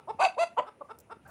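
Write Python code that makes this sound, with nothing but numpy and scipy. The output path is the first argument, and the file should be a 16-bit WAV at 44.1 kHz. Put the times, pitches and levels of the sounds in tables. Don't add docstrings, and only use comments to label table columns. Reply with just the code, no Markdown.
import sys
import numpy as np
from scipy import signal
from scipy.io import wavfile
from scipy.ndimage import uniform_filter1d

SR = 44100
rng = np.random.default_rng(int(sys.argv[2]) if len(sys.argv) > 2 else 0)


def to_linear_factor(level_db):
    exponent = np.asarray(level_db, float) / 20
    return 10 ** exponent


def store_pcm(level_fs):
    pcm = np.round(np.clip(level_fs, -1, 1) * 32767).astype(np.int16)
    wavfile.write(sys.argv[1], SR, np.atleast_2d(pcm).T)


N = 57330
LEAD = 4410


def butterworth(x, order, hz, kind):
    return signal.sosfilt(signal.butter(order, hz, kind, fs=SR, output="sos"), x)


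def wander(rate_hz):
    x = butterworth(rng.standard_normal(N + 4000), 2, rate_hz, "low")[4000:]
    return x / x.std()


def resonance(x, hz, width_hz):
    r = np.exp(-np.pi * width_hz / SR)
    zeros = np.array([1, 0, -1]) * (1 - r * r) / 2
    poles = [1, -2 * r * np.cos(2 * np.pi * hz / SR), r * r]
    return signal.lfilter(zeros, poles, x)


def syrinx(pitch, rough):
    n = len(pitch)
    beat = 2 * np.pi * np.cumsum(pitch) / SR
    phase = beat + 0.65 * rough * wander(450)[:n]
    k = np.arange(1, 40)[:, None]
    below_top = np.clip((16000 - k * pitch) / 4000, 0, 1)
    pulses = np.sum(np.cos(k * phase + 0.06 * k ** 2) * below_top, axis=0)
    half_rate = 0.7 * np.cos(beat / 2) * (1 + 0.56 * wander(69)[:n])
    shimmer = 0.3 * wander(424)[:n]
    breath = 3.6 * rng.standard_normal(n) * (1 + 0.5 * np.cos(beat))
    return pulses * (1 + rough * (half_rate + shimmer)), breath


def upper_throat(source, breath, rough, throat):
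    n, out = len(source), 0
    airy_above_hz, flicker_db, flicker_hz = 4500, 8, 45
    for i, (hz, width_hz, db) in enumerate(throat):
        gain = (-1) ** i * to_linear_factor(db + flicker_db * rough * wander(flicker_hz)[:n])
        excitation = source + (rough + 0.24) * min(hz / airy_above_hz, 1) * breath
        ringing = resonance(resonance(excitation, hz, width_hz), hz, 1.086 * width_hz)
        out = out + gain * ringing
    return out


def voice(rows, pipe_hz, mouth_hz, mouth_db, bright_db, throat, width_hz=370):
    s, *columns = np.transpose(rows)
    a, b = int((s[0] - 0.02) * SR), min(int((s[-1] + 0.01) * SR), N)
    t = np.arange(a, b) / SR
    pitch, db, rough = [np.interp(t, s, c) for c in columns]
    rough = np.clip(rough, 0, 1)
    source, breath = syrinx(pitch, rough)
    windpipe = resonance(source, pipe_hz, width_hz)
    mouth = to_linear_factor(mouth_db) * resonance(source, mouth_hz, width_hz)
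    low = butterworth(windpipe - mouth, 6, 1.216 * mouth_hz, "low")
    beak = to_linear_factor(bright_db) * (pitch / pitch.max()) ** 4.54
    x = low + beak * upper_throat(source, breath, rough, throat)
    x = butterworth(x, 2, 220, "high")
    power = uniform_filter1d(uniform_filter1d(x ** 2, size=300), size=300)
    x = x / np.sqrt(power + 1e-9)
    onset = np.clip((t - s[0]) / 0.002 + 1, 0, 1)
    release = np.clip((s[-1] - t) / 0.003 + 1, 0, 1)
    out = np.zeros(N + LEAD)
    out[a + LEAD:b + LEAD] = x * to_linear_factor(db) * onset * release
    return out


# (t/s, f/Hz, level/dB, roughness/0-1)
FIRST_SQUAWK = [(0.187, 595.2, -54, 0.7), (0.193, 576, -35, 0.54), (0.201, 574.3, -25, 0.64),
                (0.215, 735.6, -22.5, 0.4), (0.235, 780, -21, 0.5), (0.255, 746.7, -19, 0.53),
                (0.265, 670.3, -22, 0.04), (0.274, 646, -30, 0)]
SECOND_SQUAWK = [(.373, 457, -48, .25), (0.38, 491, -30.5, 0.27), (.388, 591.4, -28, 0.037),
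                 (0.394, 653.8, -25.5, 0.043), (0.415, 682, -23, 0.14), (0.432, 694.8, -23, 0.14),
                 (0.437, 657.7, -21, 0.17), (0.449, 657, -37.5, 0.21)]
THIRD_SQUAWK = [(.567, 389.5, -46, 0.47), (0.574, 425.2, -31.5, 0.37), (0.581, 474.7, -22.5, .05),
                (0.588, 524.2, -23, 0.14), (0.595, 491.6, -21, 0.3), (0.599, 492, -28.5, 0.66),
                (0.609, 489, -36.5, 0.52), (.612, 460, -63.5, 0.59)]
# (windpipe f/Hz, mouth f/Hz, mouth level/dB, brightness level/dB)
SQUAWK_TRACTS = [
    (764, 1086, -1.5, -8),
    (639, 987, -0.5, -8.5),
    (610, 1024, 6.5, -2.5),
]
# (f/Hz, width/Hz, level/dB)
OPEN_THROAT = [(1438, 305, -3), (2112, 320, -9), (2589, 275, -2.5), (3780, 1800, -18.5), (4700, 144, -12.5),
               (6065, 860, -22), (7560, 950, -26), (9370, 1600, -26.5), (15000, 1300, -50.5)]
HALF_SHUT_THROAT = [(1420, 300, -25.5), (1900, 700, -16), (2954, 526, -12), (4500, 570, -33.5),
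                    (7010, 1600, -35.5), (9750, 3300, -50), (15000, 1500, -57)]


def squawks():
    contours = FIRST_SQUAWK, SECOND_SQUAWK, THIRD_SQUAWK
    throats = OPEN_THROAT, OPEN_THROAT, HALF_SHUT_THROAT
    return sum(voice(rows, *tract, throat) for rows, tract, throat in zip(contours, SQUAWK_TRACTS, throats))


# (start t/s, length t/s, start f/Hz, end f/Hz, level/dB)
WHISTLES = [
    (0.187, 0.012, 1257, 600, -36.5),
    (0.195, 0.052, 1222, 1126, -33.5),
    (.365, 0.011, 1056, 490, -41),
    (0.409, .042, 926, 900, -43),
    (.584, 0.029, 545.6, 609.7, -30),
]


def second_syrinx_side():
    t, out = (np.arange(N + LEAD) - LEAD) / SR, 0
    for s, length, start_hz, end_hz, db in WHISTLES:
        u = np.clip((t - s) / length, 0, 1)
        hz = start_hz * (end_hz / start_hz) ** np.sqrt(u)
        jitter = 0.4 * np.pad(wander(230), (LEAD, 0))
        phase = 2 * np.pi * np.cumsum(hz) / SR + jitter
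        out = out + to_linear_factor(db + 3) * np.sin(np.pi * u) ** 0.7 * np.sin(phase)
    return out


# (start t/s, length t/s, level/dB, top f/Hz, mouth f/Hz)
SOFT_CLUCKS = [
    (-.038, 0.0412, -45, 449.5, 1190),
    (0.075, 0.041, -30.5, 445.8, 948),
    (0.651, 0.045, -43.5, 436.7, 1330),
    (0.889, 0.035, -40, 455, 1300),
    (1.097, .038, -39.5, 462.2, 1300),
    (1.275, 0.069, -49.5, 411, 900),
]
# (f/Hz, width/Hz, level/dB)
SOFT_THROAT = [(1735, 190, -16), (2090, 550, -20.5), (2720, 440, -20), (3560, 620, -20), (5150, 660, -24),
               (8600, 1900, -32.5)]


def soft_clucks():
    out, edge_s, rough = 0, 0.003, 0.18
    for s, length, db, hz, mouth_hz in SOFT_CLUCKS:
        low_hz, end = hz * 0.66, s + length
        rows = [(s - edge_s / 2, low_hz, db - 24, rough),
                (s + edge_s, low_hz * 1.05, db - 10, rough),
                (s + 0.55 * length, hz * 0.985, db - 3, rough),
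                (s + 0.78 * length, hz, db, rough),
                (end - edge_s, hz * 0.94, db - 2, rough),
                (end + edge_s, hz * 0.88, db - 24, rough)]
        bright_db = 19.5 * np.log2(mouth_hz / 1300)
        out = out + voice(rows, 565, mouth_hz, 2.5, bright_db, SOFT_THROAT)
    return out


# (t/s, f/Hz, level/dB, roughness/0-1)
FALLING_CLUCK = [(.806, 311.8, -66, 0.1), (.811, 296, -40, 0.12), (.822, 264.5, -36.5, 0.13),
                 (.827, 248, -48.5, .05), (.832, 242, -67, 0)]


def low_cluck():
    return voice(FALLING_CLUCK, pipe_hz=530, mouth_hz=1110, mouth_db=1, bright_db=-28,
                 throat=SOFT_THROAT, width_hz=100)


# (t/s, f/Hz, level/dB, roughness/0-1)
DISTANT_CALL = [(1.251, 639, -62.5, 0.47), (1.255, 771, -58, 0.2), (1.265, 806, -50.5, 0.33),
                (1.28, 784, -62, 0.6), (1.3, 720, -52.5, 0.6)]


def far_hen():
    return voice(DISTANT_CALL, pipe_hz=800, mouth_hz=1470, mouth_db=4.5, bright_db=-10, throat=OPEN_THROAT)


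# (delay t/s, level/dB)
REFLECTIONS = [
    (0.014, -14),
    (0.034, -15.5),
    (0.049, -24),
    (.072, -29.5),
    (0.096, -33.5),
]


def yard(x):
    t = np.arange(int(0.5 * SR)) / SR
    tail_db, t60_s, smear_s = -20, 0.29, 0.0035
    scatter = rng.standard_normal((2, len(t)))
    response = to_linear_factor(tail_db - 60 * t / t60_s) * scatter[0] * (t > 0.008) * 0.04
    for s, db in REFLECTIONS:
        cluster = scatter[1] * (t > s) * np.exp(-np.abs(t - s) / smear_s)
        response += to_linear_factor(db) * cluster / np.sqrt(np.sum(cluster ** 2))
    return butterworth(signal.fftconvolve(x, response)[:len(x)], 1, [450, 18000], "band")


# (start t/s, length t/s, level/dB, grain rate f/Hz)
LEAF_RUSTLES = [
    (.9877, .002, -52, 5000),
    (.99, .03, -73, 2500),
    (1.001, .008, -59, 3000),
    (1.277, .08, -76, 20000),
]


def leaves():
    t, draw = np.arange(N) / SR, rng.random(N)
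    sizes = to_linear_factor(5.1 * np.minimum(rng.exponential(1, N), 3)) * rng.choice([-1, 1], N)
    grains = 0
    for s, length, db, rate in LEAF_RUSTLES:
        snaps = sizes * (draw < rate / SR) * (t > s)
        decay = np.maximum(t - s - length, 0) / 0.003 + np.clip((t - s) / length, 0, 1)
        grains = grains + to_linear_factor(db) * snaps * np.exp(-decay)
    return 3 * butterworth(grains, 3, [5200, 16000], "band")


# (t/s, level/dB, f/Hz)
FOOTFALLS = [
    (0.144, -44, 193),
    (1.166, -48.5, 354),
]


def footfalls():
    t, out = np.arange(N) / SR, 0
    for s, db, hz in FOOTFALLS:
        force = np.sin(np.pi * np.clip((t - s) / 0.0084, 0, 1)) ** 2
        out = out + to_linear_factor(db) * np.sin(2 * np.pi * hz * (t - s)) * force
    return out


# (f/Hz, spectral level/dB)
HUM_SPECTRUM = [(45, -59), (200, -4), (600, -9), (1300, -21), (2500, -21.5), (3400, -34.5), (7000, -35),
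                (16000, -48.5)]


def garden():
    edges = 45 * 2 ** np.arange(0, 8.6, 0.5)
    white, hum = rng.standard_normal((2, N)), 0
    hz, db = np.transpose(HUM_SPECTRUM)
    for k, (low, high) in enumerate(zip(edges, edges[1:])):
        band = butterworth(white[k % 2], 2, [low, high], "band")
        band_db = np.interp(np.log(low * high) / 2, np.log(hz), db)
        hum = hum + band * to_linear_factor(band_db + 2 * wander(10))
    insects = resonance(resonance(white[0], 9500, 1100), 9500, 1100)
    hiss = to_linear_factor(-81.5 + 0.83 * wander(40)) * insects / insects.std()
    return to_linear_factor(-63) * hum / hum.std() + hiss


# (t/s, level/dB)
TRAFFIC_SWELL = [
    (0, -68),
    (.126, -62),
    (.23, -63.5),
    (.33, -74),
    (.8, -70.5),
    (1.2, -64.5),
    (1.3, -56.5),
]


def traffic():
    s, db = np.transpose(TRAFFIC_SWELL)
    rumble = butterworth(rng.standard_normal(N), 2, [55, 150], "band")
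    return to_linear_factor(np.interp(np.arange(N) / SR, s, db)) * rumble / rumble.std()


def scene():
    hens = squawks() + second_syrinx_side() + soft_clucks() + low_cluck() + far_hen()
    in_yard = (hens + yard(hens))[LEAD:]
    return (in_yard + leaves() + footfalls() + garden() + traffic())[None]


def top_cut(x):
    return signal.sosfilt(signal.butter(12, 16500, fs=SR, output="sos"), x)


def record(dry):
    mix = butterworth(dry, 4, 65, "high")
    return top_cut(mix)


dry = scene()
out = record(dry)
store_pcm(out)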